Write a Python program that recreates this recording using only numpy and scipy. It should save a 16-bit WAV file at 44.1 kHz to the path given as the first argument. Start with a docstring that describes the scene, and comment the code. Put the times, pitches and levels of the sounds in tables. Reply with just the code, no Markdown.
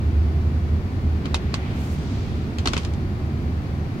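"""A low rumble and boom, heard on a stereo pair inside a car rolling along a wet street under icy trees.
The road rumbles through the body and sets the cabin air booming. Outside, the tyres hiss, and swish
through a wetter stretch. Close overhead, lumps of ice or heavy drops from the branches knock on the
roof and glass in two flurries, each knock ringing the panel and echoing briefly in the small cabin."""
import sys
import numpy as np
from scipy import signal
from scipy.fft import rfft, irfft
from scipy.io import wavfile

SR = 44100
rng = np.random.default_rng(int(sys.argv[2]) if len(sys.argv) > 2 else 0)


def to_wav(sig):
    """Store sig (one row per channel, or 1-D mono) as 16-bit WAV at the path in sys.argv[1].

    Samples outside -1..1 are clipped; the rate is SR.
    """
    pcm = np.clip(np.atleast_2d(sig), -1, 1) * 32767
    pcm = np.round(pcm).astype(np.int16)
    wavfile.write(sys.argv[1], SR, pcm.T)  # frames by channels


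N = 176400


def road(rumble_db=-25, hiss_db=-42):
    """Road rumble through the body and the hiss of wet tyres, each fluttering slightly in level."""
    # rumble spectrum inside the car: f/Hz, relative level/dB
    rumble_colour = [(15,-29),(25,-11),(33,-12),(46,-4.5),(56,-22),(66,1),(76,2.5),(90,1),(105,-0.5),(120,-6),(138,-2),(155,-7.5),(190,-8.5),(228,-7),(275,-12),(300,-14.5),(365,-14),(440,-21),(520,-29.5),(800,-36),(1500,-73)]
    # tyre and air hiss spectrum: f/Hz, relative level/dB
    hiss_colour = [(290,-36),(500,-2.5),(620,-5),(758,-4),(850,-7),(1090,-6),(1340,-9),(1650,-11.5),(2000,-11.5),(2360,-13.5),(2840,-17),(3600,-20),(4500,-20),(5300,-24.5),(6400,-28.5),(8120,-34.5),(11000,-36.5),(15500,-38)]
    # balance at the microphones: f/Hz, left over right/dB
    balance = [(25,-3),(80,-1),(150,-2),(230,-1),(350,0.5),(430,-0.5),(520,-2),(740,3),(880,-0.5),(1200,1.5),(1500,4),(1850,3),(2300,8),(2650,1),(3500,-1.5),(4400,-1),(6600,-6),(9000,-3),(15000,-1)]
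    hz = np.fft.rfftfreq(N, 1 / SR)
    pan_db = read(balance, hz)
    rumble = stereo_noise(read(rumble_colour, hz), pan_db)
    rumble *= gain_of(rumble_db + 0.45 * drift(rate_hz=60))
    hiss = stereo_noise(read(hiss_colour, hz) + cabin_ripple(), pan_db)
    hiss *= gain_of(hiss_db + 0.15 * drift(rate_hz=33))
    return rumble + hiss


def boom(waver_hz=0.8, waver_db=1, pan_db=-1.4):
    """Wavering low tones of the cabin air beat together around the microphones, strongest at first."""
    # course of the boom: t/s, level/dB
    swell = [(0,-33.5),(.07,-21),(.2,-21),(.5,-20),(.78,-21.5),(.89,-39),(1.09,-22.5),(1.43,-33.5),(1.75,-34.5),(2.2,-30),(2.6,-39),(3.3,-28),(4,-36)]
    # tones of the cabin air: f/Hz, relative level/dB
    air_tones = [(77.47,0.5),(67.3,-8),(142.6,-19.5)]
    t = np.arange(N) / SR
    level_db = np.interp(t, *np.transpose(swell)) + waver_db * drift(rate_hz=6.9)
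    tones = np.zeros(N)
    for hz, db in air_tones:
        cycles = rng.random() + np.cumsum(hz + waver_hz * drift(rate_hz=9.9)) / SR
        tones += gain_of(db) * np.sin(2 * np.pi * cycles)
    return panned(pan_db) * gain_of(level_db) * unit_rms(tones)


def knock(db, tilt_db, pan_db, low_hz, low_db, high_hz, high_db, thud_db, size=8192):
    """Ice or a drop lands close overhead: a crack and splatter, ringing panel and spot, a roof thud."""
    # modes of the struck panel: f/Hz, relative level/dB, t60/s
    panel_modes = [(890,1,0.048),(1100,17,0.13),(1360,1,0.021),(1820,7,0.065),(2430,-9,0.057),(2810,3,0.06),(3140,20,0.059),(3700,-17,0.057),(4660,-6,0.041)]
    # dull modes of the flexing roof: f/Hz, relative level/dB, t60/s
    roof_modes = [(264,1.5,0.11),(358,2.5,0.061),(466,0,0.044),(802,-11,0.043)]
    # colour of a knock from inside: f/Hz, level/dB
    colour = [(120,0.5),(350,-1),(600,-3),(900,-1.5),(1300,-2.5),(1800,-5),(2600,-0.5),(4200,-2),(5300,-5.5),(6800,-8),(9000,-17),(12000,-28),(15500,-34)]
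    # its balance at the microphones: f/Hz, left over right/dB
    balance = [(500,-2),(1300,1),(2500,0),(4500,-2.5),(7000,-8),(10000,-15),(15000,-8)]
    crack_s, splat_s, spot_t60_s = 0.00065, 0.0011, 0.028
    splat_db, panel_db, echo_db, boost_db = 3, -10, 5.5, 6
    t, hz = np.arange(size) / SR, np.fft.rfftfreq(size, 1 / SR)
    crack = unit_energy(rng.choice([-1., 1.], size) * t * np.exp(-t / crack_s))
    splat = unit_energy(sparse_noise(size, density=0.2) * np.sqrt(t) * np.exp(-t / splat_s))
    panel = unit_energy(sum(gain_of(level) * mode(t, f, t60) for f, level, t60 in panel_modes))
    spot = gain_of(low_db) * unit_energy(mode(t, low_hz, spot_t60_s))
    spot += gain_of(high_db) * unit_energy(mode(t, high_hz, spot_t60_s)[0])  # [0]: in phase on both sides
    echo = cabin_echo(t, hz)
    thud = unit_energy(sum(gain_of(level) * mode(t, f, t60)[0] for f, level, t60 in roof_modes))
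    impact = crack + gain_of(splat_db) * splat
    ringing = gain_of(panel_db) * panel + spot + gain_of(thud_db) * thud
    blow = impact + ringing + gain_of(echo_db) * echo
    colour_db = read(colour, hz) + tilt_db * np.log2((hz + 300) / 3000)
    sides_db = 20 * np.log10(panned(read(balance, hz) + pan_db))
    return gain_of(boost_db + db) * causal_filter(blow, colour_db + sides_db)


def swish(peak_s, rise_s, fall_s, centre_hz, octaves, db, pan_db):
    """Tyre spray outside the car: a band of grainy noise that swells and fades."""
    t, hz = np.arange(N) / SR - peak_s, np.fft.rfftfreq(N, 1 / SR)
    band_db = -4.3 * (np.log2((hz + 1) / centre_hz) / octaves) ** 2
    spray = stereo_noise(band_db, pan_db)
    grain = unit_rms(gain_of(1.3 * drift(rate_hz=770)))
    swell = np.exp(-0.5 * (t / np.where(t < 0, rise_s, fall_s)) ** 2)
    return spray * grain * gain_of(db) * swell


def cabin_echo(t, hz, delay_s=0.0024, t60_s=0.09, dull_db_per_hz=0.0005):
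    """The near walls of the cabin return a knock as a short, dulled scatter of reflections."""
    reflections = sparse_noise(len(t), density=0.15) * (t > delay_s) * gain_of(-60 * t / t60_s)
    return causal_filter(unit_energy(reflections), -dull_db_per_hz * hz)


def cabin_ripple(depth_db=1.33):
    """Many small peaks and dips (dB) that reflections in the cabin put on a spectrum."""
    return depth_db * drift(410)[:N // 2 + 1]


def stereo_noise(colour_db, pan_db):
    """Coloured noise of rms 1 at the pair: alike in the bass, independent in the treble."""
    # likeness of the two microphones: f/Hz, correlation (clipped to 1)
    likeness = [(60,1.5),(110,0.86),(160,0.94),(260,0.92),(400,1.1),(480,0.75),(750,0.6),(1000,0.1),(1250,-0.27),(1700,-0.3),(2300,0.1),(4400,0),(15000,0)]
    # phase between them: f/Hz, lead of the left/rad
    phase_lead = [(20,0.097),(80,0.062),(160,0.11),(220,0.098),(380,0.53),(480,0.4),(650,0.091),(1000,0.025)]
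    hz = np.fft.rfftfreq(N, 1 / SR)
    common, separate = np.exp(2j * np.pi * rng.random((2, len(hz))))
    correlation = np.clip(read(likeness, hz), -1, 1)
    left = common * np.exp(1j * read(phase_lead, hz))
    right = correlation * common + np.sqrt(1 - correlation ** 2) * separate
    return unit_rms(irfft(np.array([left, right]) * gain_of(colour_db) * panned(pan_db), N))


def mode(t, hz, t60):
    """A dying tone, heard with its own phase at each microphone."""
    return np.sin(2 * np.pi * (hz * t + rng.random((2, 1)))) * gain_of(-60 * t / t60)


def sparse_noise(size, density):
    """Scattered clicks, independent at each microphone."""
    return rng.standard_normal((2, size)) * (rng.random((2, size)) < density)


def drift(rate_hz):
    """Random wander of rms 1, rolling off above rate_hz."""
    hz = np.fft.rfftfreq(N, 1 / SR)
    smoothing = np.exp(-(hz / rate_hz) ** 2) * (hz > 0)
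    return unit_rms(irfft(rfft(rng.standard_normal(N)) * smoothing, N))


def causal_filter(sound, db):
    """Minimum-phase filter, so nothing rings ahead of a strike."""
    size = sound.shape[-1]
    cepstrum = irfft(np.log(gain_of(db)), size)
    cepstrum[..., 1:size // 2] *= 2
    cepstrum[..., size // 2 + 1:] = 0
    return irfft(rfft(sound) * np.exp(rfft(cepstrum)))


def read(points, hz):
    """Reads a spectrum on a log-frequency axis."""
    f, value = np.transpose(points)
    return np.interp(np.log(hz + 1), np.log(f + 1), value)


def panned(db):
    """Left and right gains of constant power."""
    gains = gain_of(np.array([np.atleast_1d(db), -np.atleast_1d(db)]) / 2)
    return gains / np.sqrt(np.mean(gains ** 2, 0))


def gain_of(db):
    """Decibels to gain."""
    return 10 ** (np.asarray(db) / 20)


def unit_rms(x):
    """Scales to rms 1."""
    return x / np.sqrt(np.mean(x ** 2) + 1e-20)


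def unit_energy(x):
    """Scales each channel to energy 1."""
    return x / np.sqrt(np.sum(x ** 2, -1, keepdims=True) + 1e-20)


def scene():
    """Road, boom, spray and two flurries of knocks, all heard from inside the car."""
    # spray in the wetter stretch: peak t/s, rise/s, fall/s, centre f/Hz, width/octaves, level/dB,
    # left over right/dB
    swishes = [(1.36,0.13,0.28,1400,1,-46,3),(1.62,0.08,0.38,650,0.43,-47,-1),(1.68,0.13,0.16,2010,0.69,-45,0.5),(1.84,.07,.045,12000,0.38,-57.5,-11),(1.93,.018,0.022,11400,0.53,-56.5,-9),(1.87,0.098,0.13,6000,.5,-53,-9),(2.149,0.13,0.096,4400,0.52,-52,-8),(2.25,0.42,0.22,2560,0.8,-48.5,0.5),(2.77,0.087,0.078,2830,0.83,-43.5,-1)]
    # hits on roof and glass: t/s, relative level/dB, tilt/(dB per octave), left over right/dB, the spot's
    # low ring f/Hz, level/dB, its high ring f/Hz, level/dB, thud level/dB (these three against the crack)
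    knocks = [(1.2560,-12,-3.5,2,2500,-15,3160,-9,-13),(1.3438,-1.5,0.7,1.5,950,-6.5,3710,-7,-11),(1.3466,-12,-1,2,1830,-7,2570,0.5,-16),(1.5373,-30,-2,-3,1170,-6,3140,-12,-18),(1.541,-5.5,0.4,0.5,1120,-7,4590,-3.5,-17),(2.585,-10,0,3.5,1400,-7,4000,-17,-16),(2.6569,-4.5,0,1,800,-10,3250,-15,-5),(2.6595,-6.5,-3,2.5,1270,-7,4200,-12,-3),(2.6735,-0.5,0,1,1340,-10,4340,-1.5,-16),(2.683,-11.5,-2,10,1420,-6,5600,-3,-17),(2.7336,-5,-1,4,1130,-5,2290,-5.5,-16),(2.7364,-10.5,-2,5,1440,-3.5,3380,-1.5,-9),(2.7645,-15,-4,1,1360,-3,3100,-2,-15),(2.767,-7.5,-3,4.5,2030,-1.5,2610,-4.5,-20),(2.7774,-7.5,0,-1,2470,-11,4520,-12,-14),(2.833,-25,2,-2,3100,-14,5000,-12,-16),(2.8493,-14,0.5,1,3570,-14,4970,-6,-10),(2.9361,-24,3.5,0,3750,-12,6940,-12,-16)]
    mix = road() + boom() + sum(swish(*row) for row in swishes)
    for start_s, *row in knocks:
        hit = knock(*row)
        span = mix[:, round(start_s * SR):][:, :hit.shape[1]]
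        span += hit[:, :span.shape[1]]
    return mix


def record(dry, edge_hz=15900):
    """The recorder's band limit."""
    low_pass = signal.firwin(511, edge_hz, window=("kaiser", 9), fs=SR)
    return signal.oaconvolve(dry, low_pass[None], "same")


dry = scene()
out = record(dry)
to_wav(out)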